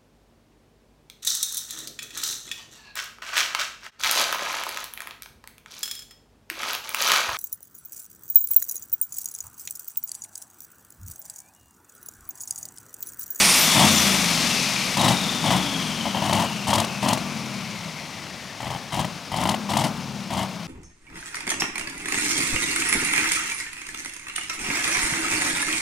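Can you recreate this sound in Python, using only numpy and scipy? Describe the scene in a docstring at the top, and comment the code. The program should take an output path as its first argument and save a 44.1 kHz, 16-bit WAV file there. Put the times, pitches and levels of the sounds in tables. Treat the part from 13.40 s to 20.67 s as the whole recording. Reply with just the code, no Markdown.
"""A turbocharged V8 pulling truck comes off full power at the end of a pull on an open dirt track.
First the boost air rushes out, and a stab of throttle cracks through the hiss. Then the turbo
whistles down while the engine coasts with a lumpy throb. More short stabs, most kicking the revs up,
make the open pipes bark, spit and pop with unburnt fuel. The engine sinks to a slow lope before
a last run of stabs. Far engines rumble underneath throughout."""
import sys
import numpy as np
from scipy import signal
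from scipy.fft import rfft, irfft, next_fast_len
from scipy.io import wavfile
from scipy.ndimage import uniform_filter1d, map_coordinates

SR = 44100
rng = np.random.default_rng(int(sys.argv[2]) if len(sys.argv) > 2 else 0)


def write(x):
    x = np.atleast_2d(x).T
    wavfile.write(sys.argv[1], SR, np.round(np.clip(x, -1, 1) * 32767).astype(np.int16))


N = 320591
TIME = np.arange(N) / SR
REFERENCE_HZ = 20  # engine speeds are four-stroke cycles a second, eight firings to a cycle

# Stabs of throttle. Each row: start and end in seconds, engine speed reached in Hz,
# relative bark level in dB, relative level of spitting gas in dB.
STABS = [(0.35, 0.476, 31.8, -22, -32), (1.57, 1.734, 26.3, -23, -23.5), (2.041, 2.184, 27, -25, -27),
         (2.654, 2.69, 18, -29.5, -47), (2.747, 2.795, 19, -28.5, -46), (2.82, 3.057, 20.3, -26.5, -28.5),
         (3.27, 3.421, 20.3, -24.5, -23), (3.627, 3.747, 23.1, -24, -27), (5.2, 5.376, 11.6, -35.5, -40),
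         (5.523, 5.63, 14.8, -28.5, -30.5), (5.918, 6.138, 19.9, -28.5, -30.5),
         (6.291, 6.477, 22, -27, -27.5), (6.904, 7.045, 17.5, -29.5, -33.5)]

def throttle(ramp_s=0.0022, release_s=0.05, build_db=4):
    """Engine load and gas flow: both build during each stab and are zero with the throttle shut."""
    load, gas = 0, 0
    for start, end, _, bark_db, gas_db in STABS:
        gate = np.clip(np.minimum((TIME - start) / ramp_s, (end - TIME) / release_s) + .5, 0, 1)
        build = np.clip(2 * (TIME - start) / (end - start), 0, 1)
        gate *= undb(build_db * (build - 2))
        load += gate * undb(bark_db)
        gas += gate * undb(gas_db)
    return load, gas


def engine_speed(start_hz=26.76, drag_per_s=0.62):
    """Stabs slide the revs to a new speed, nearly always up; in between, they sink steadily."""
    hz = start_hz * np.exp(-drag_per_s * TIME)
    for start, end, reached_hz, _, _ in STABS:
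        slide = np.interp(TIME, [start, end], [np.interp(start, TIME, hz), reached_hz])
        run_down = np.exp(-drag_per_s * np.maximum(TIME - end, 0))
        hz = np.where(TIME < start, hz, slide * run_down)
    return hz


# Tone of the pipe's bark and of its spitting gas. Each row: frequency in Hz, gain in dB.
BARK_EQ = [(30, -21), (60, -20), (110, 4), (200, 6), (320, 2.5), (440, -14.5), (600, 5.5), (950, 8),
           (1200, -2), (1500, -13), (2000, -3.5), (2500, -10.5), (3100, -2.5), (5000, -28.5)]
SPIT_EQ = [(1200, -20), (2000, -4.5), (3100, -1.5), (3900, 7.5), (6000, 3), (9000, 2.5), (11500, -4.5),
           (14000, -13), (15800, -42)]

def open_pipe(bangs, jets, turbulence, ragged_s=0.002, jet_s=0.0017, jet_delay_s=0.0023):
    """A firing slams the open pipe with a ragged pressure pulse; a jet of gas spits just after it."""
    pressure = bangs + turbulence * puff(bangs, ragged_s) * noise()
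    spit = np.sqrt(puff(jets ** 2, jet_s, jet_delay_s)) * unit(colour(noise(), SPIT_EQ))
    return colour(pressure, BARK_EQ), spit


def firings(cycle, load, gas, jitter_s=0.00046, bank_db=3, bark_db=7, ring_db=-10, spit_db=-1):
    """Under throttle, eight very uneven firings a cycle bark out; the nearer cylinder bank is louder."""
    times = np.flatnonzero(np.diff(np.floor(8 * cycle))) / SR
    near_bank = np.resize([1, 0, 0, 1, 0, 1, 1, 0], len(times))
    time_scatter, bang_scatter, spit_scatter = rng.standard_normal((len(times), 3)).T
    times = times + jitter_s * time_scatter
    bang_size = undb(bank_db * near_bank + 2.5 * np.clip(bang_scatter, -2, 1))
    spit_size = bang_size * undb(5 * np.minimum(spit_scatter, 1.6))
    bangs = strikes(times, bang_size)
    bark, spit = open_pipe(bangs, strikes(times, spit_size), turbulence=0.1)
    # a cross mode of the pipe gives each firing a metallic edge
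    ring = puff(bangs, rise_s=0.0051) * band(hz=3050, width_hz=550)
    # the throttle sets the power, however many firings share it
    bark, spit, ring = (even_out(x, SR // 20) for x in (bark, spit, ring))
    # a cylinder misses just before each pop and leaves its fuel in the pipe
    pop_marks = strikes(np.transpose(FUEL_POPS)[0], np.ones(len(FUEL_POPS)))
    misfire_dip = 1 - .65 * puff(pop_marks[::-1], rise_s=.004)[::-1]
    return misfire_dip * (load * (undb(bark_db) * bark + undb(ring_db) * ring) + undb(spit_db) * gas * spit)


# Hard single bangs. Each row: start in seconds, bang level in dB, gas jet level in dB.
FUEL_POPS = [(0.395, -3, -18), (1.682, -6, -21.5), (2.106, -6.5, -26), (2.655, -21, -42), (2.748, -18, -40),
             (2.821, -21, -46), (2.896, -10.5, -49), (2.928, -9, -23), (3.331, -7, -26), (3.38, -12, -27),
             (3.444, -13.5, -30.5), (3.684, -14, -21), (3.73, -14, -21.5), (3.775, -14.5, -34),
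             (5.646, -13, -35.5), (6.055, -9, -40), (6.09, -9, -23.5), (6.142, -12.5, -36),
             (6.336, -13, -35), (6.369, -11, -22.5), (6.439, -19, -37), (6.967, -27, -37)]

def backfires(crack_db=7, crack_gas_db=-7.5):
    """Pockets of unburnt fuel go off in the pipes, and one cracks as each stab opens."""
    cracks = [(start, db + crack_db, gas_db + crack_gas_db) for start, _, _, db, gas_db in STABS]
    times, bang_db, jet_db = np.transpose(list(FUEL_POPS) + cracks)
    pipe_peak = np.abs(colour(signal.unit_impulse(N), BARK_EQ)).max()
    bangs = strikes(times, undb(bang_db) / pipe_peak)
    bark, spit = open_pipe(bangs, strikes(times, undb(jet_db)), turbulence=0.089)
    return bark + spit


# Partials of the throb. Each row: multiple of the cycle rate, relative level in dB.
THROB_PARTIALS = [(3, 6.5), (4, -15), (5, -2), (6, -9), (7, 1), (8, -6), (9, -4), (10, -8), (11, 2),
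                  (13, -1.5)]
# Low body of the pipes. Each row: frequency in Hz, gain in dB.
THROB_EQ = [(35, -45.5), (60, -25.5), (90, -10.5), (130, -1.5), (200, 4.5), (260, -1.5), (320, -10),
            (450, -18.5)]
# The coasting throb grows with the revs. Each row: engine speed in Hz, level in dB.
THROB_BY_SPEED = [(9, -51), (12, -50.5), (15, -38), (20, -33.5), (25, -30.5), (32, -22)]

def throb(hz, cycle, load, muffle_db=-8, lug_octave_db=4.5, load_db=-4, boom_db=1, boom_hz=130):
    """Unevenly spaced pulses of each cylinder bank hum in the pipes; under load a resonance booms."""
    hum = sum(undb(db + 2.2 * walk(7)) * np.cos(2 * np.pi * order * cycle - .3 * order ** 2)
              for order, db in THROB_PARTIALS)
    hum = even_out(colour(hum, THROB_EQ), SR // 5)
    # the racing turbine softens the throb until the first stab
    coast_db = np.interp(hz, *np.transpose(THROB_BY_SPEED)) + muffle_db * (TIME < STABS[0][0])
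    # below the reference speed a stab thumps harder
    thump = load * undb(lug_octave_db * np.maximum(np.log2(REFERENCE_HZ / hz), 0))
    fifth, eighth = (np.sqrt(2) * np.sin(2 * np.pi * order * cycle) * undb(3 * walk(70))
                     for order in (5, 8))
    resonance = signal.iirpeak(boom_hz, Q=3.3, fs=SR)
    boom = signal.lfilter(*resonance, thump * (fifth + undb(-2) * eighth))
    return hum * (undb(coast_db) + undb(load_db) * thump) + undb(boom_db) * boom


# Tone of the rushing boost air. Each row: frequency in Hz, gain in dB.
HISS_EQ = [(700, -12), (1150, -2.5), (1600, -5), (2250, 2), (3400, -1.5), (4800, -2), (5800, -2.5),
           (8000, -11.5), (10300, -13.5), (11500, -19), (13400, -21), (14500, -26), (15000, -27),
           (15800, -38)]

def boost_hiss(boost, octaves, base_db=-41.5, boost_db=21.5, octave_db=2.5, split_hz=7000, sizzle_s=1.87):
    """Boost air hisses through the turbo, quieter and duller as the pressure falls."""
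    air = unit(colour(noise(), HISS_EQ))
    body = signal.sosfiltfilt(signal.butter(4, split_hz, fs=SR, output="sos"), air)
    sizzle = unit(air - body) * undb(-14 + 11 * np.exp(-TIME / sizzle_s))
    flutter_db = 0.71 * walk(130)
    return (unit(body) + sizzle) * undb(base_db + boost_db * boost + octave_db * octaves + flutter_db)


# Tone of the gravelly rasp. Each row: frequency in Hz, gain in dB.
RASP_EQ = [(40, -40.5), (180, 11.5), (310, 2.5), (440, -2.5), (620, 2.5), (1050, 1), (1500, -5),
           (2500, -28)]

def pipe_rasp(cycle, load, boost, octaves, base_db=-39.5, boost_db=11, octave_db=4, afterburn_s=0.08):
    """The pipes rasp in time with the pistons; fuel burns on in them after each stab."""
    pistons = 1 + .13 * (np.cos(2 * np.pi * 8 * cycle) + np.cos(2 * np.pi * cycle) / 2)
    decay = np.exp(-1 / (afterburn_s * SR))
    afterburn = undb(-6.5) * signal.lfilter([1 - decay], [1, -decay], load)
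    flow = undb(base_db + boost_db * boost + octave_db * octaves)
    return unit(colour(noise() * pistons, RASP_EQ)) * (flow + afterburn)


# Falling whistles, each taking over from the last. Each row: start and swell time in seconds,
# opening pitch in Hz, rate of pitch sag per second, relative level in dB.
WHISTLE_GLIDES = [(.8, 0.49, 3037, .42, -33), (1.575, .015, 3855, .202, -33)]

def turbo_whistle(cycle, width_hz=260, fade_db_per_s=5, chirp_cycles=0.05):
    """The breathy whistle of the compressor swells, sinks and fades, chirping once an engine cycle."""
    hz, gain = np.zeros(N), np.zeros(N)
    for start, swell_s, pitch_hz, sag, db in WHISTLE_GLIDES:
        age = TIME - start
        hz = np.where(age < 0, hz, pitch_hz * np.exp(-sag * age))
        gain = np.where(age < 0, gain, np.minimum(age / swell_s, 1) * undb(db - fade_db_per_s * age))
    chirp = 1 + np.exp(-((cycle % 1 - .5) / chirp_cycles) ** 2 / 2)
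    whistle = unit(band(hz, width_hz) + .8 * band(hz, 3 * width_hz))
    flutter = undb(walk(45))
    return whistle * gain * chirp * flutter


# Spurts of escaping boost. Each row: time of the peak and half length in seconds,
# centre and width in Hz, level in dB.
BOOST_JETS = [(0.075, 0.088, 9300, 1700, -25), (.08, 0.14, 5200, 1800, -25), (.21, 0.047, 13500, 1700, -26),
              (0.447, 0.27, 3490, 450, -27.5), (.565, 0.018, 7140, 250, -29), (.57, .12, 13300, 1300, -37),
              (0.593, 0.052, 5880, 450, -27), (1.133, 0.27, 4600, 3994, -29)]

def boost_dump():
    """Brief jets of air sing as the pressure is dumped."""
    return sum(band(hz, width_hz) * undb(db) * np.exp(-((TIME - peak_s) / half_s) ** 2 / 2)
               for peak_s, half_s, hz, width_hz, db in BOOST_JETS)


def track_echo(x, t60_s=0.38, gap_s=.015, wet_db=-19, dull_hz=3500):
    """Faint, dull scatter from the sled, trailers and stands, different at each ear."""
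    t = TIME[:SR]
    tail = rng.standard_normal((2, SR)) * np.exp(-np.log(1000) * t / t60_s) * (t > gap_s)
    tail /= np.sqrt(np.sum(tail[0] ** 2))
    tail = signal.sosfilt(signal.butter(1, dull_hz, fs=SR, output="sos"), tail)
    return undb(wet_db) * signal.fftconvolve(x[None], tail, axes=1)[:, :N]


def far_engines():
    """Far engines and generators rumble under everything."""
    return undb(-58) * band(hz=90, width_hz=50)


def undb(db):
    """Decibels to gain."""
    return 10 ** (np.asarray(db) / 20)


def unit(x):
    """Scale to rms 1."""
    return x / np.sqrt(np.mean(x ** 2))


def even_out(x, window):
    """Hold the rms near 1 over a sliding window of samples."""
    return x / np.sqrt(uniform_filter1d(x ** 2, window) + 1e-12)


def colour(x, points):
    """Minimum-phase EQ through the given (Hz, dB) points."""
    size = next_fast_len(N + 8192)
    hz, db = np.transpose(points)
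    f = np.maximum(np.fft.rfftfreq(2 * size, 1 / SR), 1)
    cepstrum = irfft(np.log(undb(np.interp(np.log(f), np.log(hz), db))))
    cepstrum[1:size] *= 2
    return irfft(rfft(x, 2 * size) * np.exp(rfft(cepstrum[:size], 2 * size)))[:N]


def noise():
    """White noise."""
    return rng.standard_normal(N)


def walk(rate_hz):
    """Smooth random wander, rms 1."""
    knots = noise()[:int(N * rate_hz / SR) + 2]
    return unit(map_coordinates(knots, [TIME * rate_hz], order=2, mode="nearest"))


def band(hz, width_hz):
    """Narrow noise around a centre that may move."""
    phase = 2 * np.pi * np.cumsum(hz * np.ones(N)) / SR
    return unit(walk(width_hz) * np.cos(phase) + walk(width_hz) * np.sin(phase))


def strikes(times, sizes):
    """Single-sample impulses."""
    return np.bincount(np.clip(times * SR, 0, N - 1).astype(int), sizes, N)


def puff(x, rise_s, delay_s=0):
    """Follow each impulse with a swell of the same height that dies away."""
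    age = np.maximum(TIME[:SR // 10] - delay_s, 0) / rise_s
    return np.maximum(signal.fftconvolve(x, age * np.exp(1 - age))[:N], 0)


# Stereo balance, settling a little to the left. Each row: time in seconds, left minus right in dB.
BALANCE = [(0, -1), (.3, 4.5), (1.1, 5.5)]

def scene(bleed_s=2.77, bleed_shape=1.13):
    """Engine speed, throttle and fading boost drive the truck, set over its echo and the far rumble."""
    hz = engine_speed()
    cycle = np.cumsum(hz) / SR
    octaves = np.log2(hz / REFERENCE_HZ)
    load, gas = throttle()
    boost = np.exp(-(TIME / bleed_s) ** bleed_shape)  # bleeds away after the pull, slowly at first
    pipes = throb(hz, cycle, load) + firings(cycle, load, gas) + backfires()
    rush = boost_hiss(boost, octaves) + pipe_rasp(cycle, load, boost, octaves)
    truck = pipes + rush + turbo_whistle(cycle) + boost_dump()
    balance_db = np.interp(TIME, *np.transpose(BALANCE))
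    sides = undb([balance_db / 2, -balance_db / 2])
    return (truck + track_echo(truck) + far_engines()) * sides / sides.mean(axis=0)


def record(dry):
    """Round off the highest peaks and cut the top above 15.8 kHz."""
    rounded = 1.5 * np.tanh(dry / 1.5)
    return signal.sosfilt(signal.ellip(10, .1, 80, 15800, fs=SR, output="sos"), rounded)


dry = scene()
out = record(dry)
write(out)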